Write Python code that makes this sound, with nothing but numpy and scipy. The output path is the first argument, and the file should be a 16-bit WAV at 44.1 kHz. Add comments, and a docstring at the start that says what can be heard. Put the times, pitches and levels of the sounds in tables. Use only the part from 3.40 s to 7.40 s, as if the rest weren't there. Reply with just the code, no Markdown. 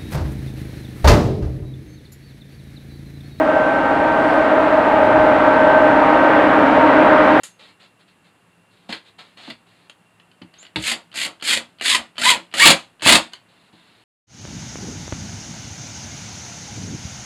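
"""A station platform, one microphone, as an electric locomotive rolls slowly by with its blowers running.
Five cooling fans at slightly different speeds beat against each other; their blade tones swell and fade
as the louvres pass. Air roars through the ducts over the rumble of the wheels, with one brief hiss and
a few faint ticks. A limiter holds the peaks."""
import sys
import numpy as np
from scipy.fft import rfft, irfft, next_fast_len
from scipy.io import wavfile
from scipy.ndimage import uniform_filter1d, minimum_filter1d, map_coordinates

SR = 44100
rng = np.random.default_rng(int(sys.argv[2]) if len(sys.argv) > 2 else 0)


def dump_mix(stems):
    """Bounce the given channels to the path in sys.argv[1] as a 16-bit WAV at rate SR."""
    frames = np.atleast_2d(stems).T  # one column per channel
    limited = np.clip(frames, -1, 1)  # hard clip at full scale
    pcm = np.round(limited * 32767).astype(np.int16)
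    wavfile.write(sys.argv[1], SR, pcm)


N = 176400

# one per fan: (blade-passing rate [Hz])
BLADE_HZ = [270.1, 286.0, 301.1, 309.3, 316.5]
# one row per fan: (level [dB] of each blade harmonic, 1 to 9)
HARMONICS_DB = [
    [-27.5, -29.5, -25, -37, -32.5, -47.5, -44.5, -63, -62],
    [-33, -29.5, -28.5, -43, -44.5, -59, -58.5, -63.5, -61],
    [-26.5, -34.5, -31, -34.5, -41, -42, -45, -52.5, -62.5],
    [-25, -23, -27, -35.5, -27.5, -40, -50, -56.5, -48.5],
    [-29.5, -26, -32, -36, -36.5, -38, -55, -54.5, -60.5],
]
# each harmonic's beam sweeping the microphone: (peak time [s], half width [s], swell [dB])
LOUVRE_BEAMS = [(3.2, 1.8, 6.5), (3.8, 1.5, 6), (2.06, 0.88, 7.5), (4, 2.4, 4), (1.6, 1.4, 1.5),
                (2.55, 2.9, 12.5), (3.5, 1.3, 1), (6.8, 1, 5), (2.9, 1.3, 5)]
# six prominent blade tones rise and fall on their own: (time [s], level [dB] about HARMONICS_DB)
HUM = [(0, 2.5), (.5, -8), (.9, -1), (1.5, -8.5), (2.2, -20.5), (2.9, -5.5), (3.3, 7), (3.7, 1), (4, 7)]
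DRONE = [(0, -3), (.2, 6), (.5, -18.5), (1.08, 5.5), (1.4, 0.5), (1.8, 6.5), (2.05, 7.5), (2.35, 7),
         (2.8, 2), (3.1, 1), (3.5, 1.5), (3.75, 7), (4, 4)]
WHINE = [(0, 0), (.25, 2), (.5, 1.5), (1.0, 3.5), (1.3, -10), (1.65, 1), (2.0, -0.5), (2.22, 4.5),
         (2.45, 6), (2.68, -5), (2.8, 5), (2.97, 3), (3.2, -4), (4, -2)]
SECOND_DRONE = [(0, 10.5), (.3, -7), (.9, 3), (1.25, 6), (1.47, 2.5), (1.67, 4.5), (1.92, 2.5), (2.2, 8),
                (2.7, -5.5), (3.2, -8), (3.7, -16), (4, -4.5)]
LOW_WHISTLE = [(0, -5), (.6, 0.5), (1.25, -8), (1.8, 1), (2.15, -2), (2.6, 1.5), (3.05, 2.5), (3.4, -13.5),
               (4, -5.5)]
HIGH_WHISTLE = [(0, -14), (.7, 3), (1.1, -5.5), (1.5, 3), (2.2, -4), (2.55, 4.5), (2.95, 2), (3.27, 6.5),
                (3.6, 5.5), (4, -1)]
# which tone follows which curve: (fan from 0, harmonic from 1) -> curve
OWN_SWELLS = {(3, 1): HUM, (3, 2): DRONE, (3, 3): HIGH_WHISTLE, (3, 5): WHINE, (4, 2): SECOND_DRONE, (0, 3): LOW_WHISTLE}
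# tones of the other machinery: (frequency [Hz], level [dB])
MACHINE_TONES = [(33.5, -54.5), (38.5, -54.5), (178, -48), (229, -44), (659, -33), (988, -47),
                 (9425, -84.5)]
# noise spectra: (frequency [Hz], relative level [dB])
AIR_SPECTRUM = [(100, -23), (250, -2), (370, -3.5), (480, -1), (720, 1), (830, 0), (1250, -4), (1500, -5),
                (1800, -9.5), (2300, -14.5), (3000, -21.5), (4000, -30.5), (5000, -40.5), (7000, -56.5),
                (12000, -87.5)]
HISS_SPECTRUM = [(1500, -26), (4000, 3), (6000, -0.5), (7500, -2.5), (9300, -4.5), (11000, -9.5),
                 (12000, -12.5), (14000, -24), (15700, -30)]
RUMBLE_SPECTRUM = [(12, -52.5), (24, -27), (34, -6), (48, -8.5), (65, -4), (110, -1.5), (190, -1.5),
                   (300, -7), (700, -31), (3000, -71.5)]
PUFF_SPECTRUM = [(2500, -15), (3700, -2), (4400, 7), (5600, -1), (7000, -13), (8600, -2.5), (9800, -10),
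                 (11500, -14), (14000, -36)]
# duct resonances: (centre [Hz], half width [Hz], level [dB], peak time [s], swell [dB])
DUCT_RESONANCES = [(307, 36, -31, 3.5, 7.5), (619, 52, -22, 1.68, 6)]
# rushing air (before brightening) and wheel rumble at the microphone: (time [s], level [dB])
AIR_LEVEL = [(0, -20), (.5, -18.5), (1, -17), (1.5, -17), (2, -16), (2.5, -16), (3, -14.5), (3.5, -14.5),
             (4, -13.5)]
RUMBLE_LEVEL = [(0, -38), (.7, -33.5), (1.15, -37.5), (1.45, -32.5), (1.65, -34.5), (1.87, -28),
                (2.1, -34.5), (2.35, -31.5), (2.7, -33.5), (4, -32)]
# thin ticks: (time [s], relative level [dB])
TICKS = [(1.663, -47), (1.877, -49.5), (2.306, -53), (2.378, -50), (2.436, -49.5), (3.265, -56),
         (3.539, -47), (3.616, -46.5), (3.738, -54), (3.865, -55)]


def amp(db):
    """Decibels to gain."""
    return 10 ** (np.asarray(db) / 20)


def unit(x):
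    """Scale to rms 1."""
    return x / np.sqrt(np.mean(np.abs(x) ** 2) + 1e-20)


def seconds():
    """The time of each sample."""
    return np.arange(N) / SR


def curve(rows):
    """(time [s], value) points joined by straight lines."""
    return np.interp(seconds(), *np.transpose(rows))


def wobble(rate):
    """A smooth random curve, rate knots a second."""
    coarse_s = seconds()[::64]
    knots = rng.standard_normal(1024)
    return np.interp(seconds(), coarse_s, map_coordinates(knots, [coarse_s * rate + 2], mode="wrap"))


def filtered(x, response):
    """Shape x by a gain that depends on frequency."""
    size = next_fast_len(N + SR // 2)
    return irfft(rfft(x, size) * response(np.fft.rfftfreq(size, 1 / SR)), size)[:N]


def noise(spectrum):
    """Noise of rms 1 coloured by (frequency [Hz], level [dB]) points."""
    points_hz, db = np.transpose(spectrum)
    white = rng.standard_normal(N)
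    return unit(filtered(white, lambda hz: amp(np.interp(np.log(hz + 1), np.log(points_hz), db))))


def swell(peak_s, width_s, swell_db):
    """A gain of rms 1 that rises and falls as a beam of sound sweeps across the microphone."""
    return unit(amp(swell_db * np.exp(-((seconds() - peak_s) / width_s) ** 2)))


def tone(turns, reflected_share=.34, flutter_share=.22):
    """A sine of rms 1 that fades slowly among reflections and flutters in turbulent air."""
    reflections = reflected_share * (wobble(3.937) + 1j * wobble(3.937))
    flutter = flutter_share * (wobble(36) + 1j * wobble(36))
    direct = np.exp(2j * np.pi * (turns + rng.random()))
    return unit(np.real((1 + reflections + flutter) * direct))


def fans(pass_s=2.7, pass_width_s=1.1, wander_share=.00031):
    """Blade harmonics of every fan, sinking slightly in pitch as they pass the microphone."""
    doppler = 1 - .0013 * np.tanh((seconds() - pass_s) / pass_width_s)
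    out = np.zeros(N)
    for fan, (blade_hz, levels) in enumerate(zip(BLADE_HZ, HARMONICS_DB)):
        turns = np.cumsum(blade_hz * (doppler + wander_share * wobble(2.014))) / SR
        for k, (db, beam) in enumerate(zip(levels, LOUVRE_BEAMS), 1):
            if (fan, k) in OWN_SWELLS:
                out += amp(db + curve(OWN_SWELLS[fan, k])) * tone(k * turns, reflected_share=.13)
            else:
                out += amp(db) * swell(*beam) * tone(k * turns)
    return out


def machinery():
    """Faint tones of steady pitch carry from inside the body."""
    return sum(amp(db) * tone(hz * seconds()) for hz, db in MACHINE_TONES)


def airflow(bright_hz=1800, brighten_db_per_s=1.07, hiss_db=-53, hiss_db_per_s=.45):
    """Cooling air roars out, louder and brighter as the louvres come to face the platform."""
    from_middle_s = seconds() - seconds().mean()
    air = noise(AIR_SPECTRUM)
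    upper_mids = filtered(air, lambda hz: np.exp(-np.log2((hz + 1) / bright_hz) ** 2))
    brightening = (amp(brighten_db_per_s * from_middle_s) - 1) * upper_mids
    roar = amp(curve(AIR_LEVEL)) * (air + brightening)
    hiss = amp(hiss_db + hiss_db_per_s * from_middle_s) * noise(HISS_SPECTRUM)
    return roar + hiss


def ducts(swell_width_s=1.9):
    """Turbulence sounds the air ducts around the lowest two blade harmonics."""
    out = np.zeros(N)
    for centre_hz, width_hz, db, peak_s, swell_db in DUCT_RESONANCES:
        turbulence = rng.standard_normal(N)
        ring = unit(filtered(turbulence, lambda hz: 1 / (1 + ((hz - centre_hz) / width_hz) ** 2)))
        out += amp(db) * swell(peak_s, swell_width_s, swell_db) * ring
    return out


def wheels():
    """Low rolling rumble, strongest as a bogie goes by the microphone."""
    return amp(curve(RUMBLE_LEVEL)) * noise(RUMBLE_SPECTRUM)


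def air_puff(peak_s=.9, width_s=.11, peak_db=-51.5):
    """A little air hisses briefly, faint under the blowers."""
    envelope = np.exp(-((seconds() - peak_s) / width_s) ** 2)
    return amp(peak_db) * envelope * noise(PUFF_SPECTRUM)


def ticks(low_cut_hz=6000, gain_db=10):
    """Faint single ticks with only treble in them."""
    times_s, db = np.transpose(TICKS)
    clicks = np.bincount(np.round(times_s * SR).astype(int), amp(db + gain_db), N)
    return filtered(clicks, lambda hz: hz ** 2 / (hz ** 2 + low_cut_hz ** 2))


def scene():
    """The locomotive as heard from the platform, in mono."""
    return (fans() + machinery() + airflow() + ducts() + wheels() + air_puff() + ticks())[None]


def record(dry):
    """A fast limiter catches the peaks; the microphone drops the deepest bass and the highest treble."""
    ceiling, hold_s, attack_s = .95, .004, .003
    low_cut_hz, top_hz = 26, 15700
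    needed_gain = ceiling / np.maximum(np.abs(dry[0]), ceiling)
    held_gain = minimum_filter1d(needed_gain, int(hold_s * SR))
    limited = dry[0] * uniform_filter1d(held_gain, int(attack_s * SR))
    return filtered(limited, lambda hz: (hz < top_hz) * (1 - 1 / (1 + (hz / low_cut_hz) ** 6)))[None]


dry = scene()
out = record(dry)
dump_mix(out)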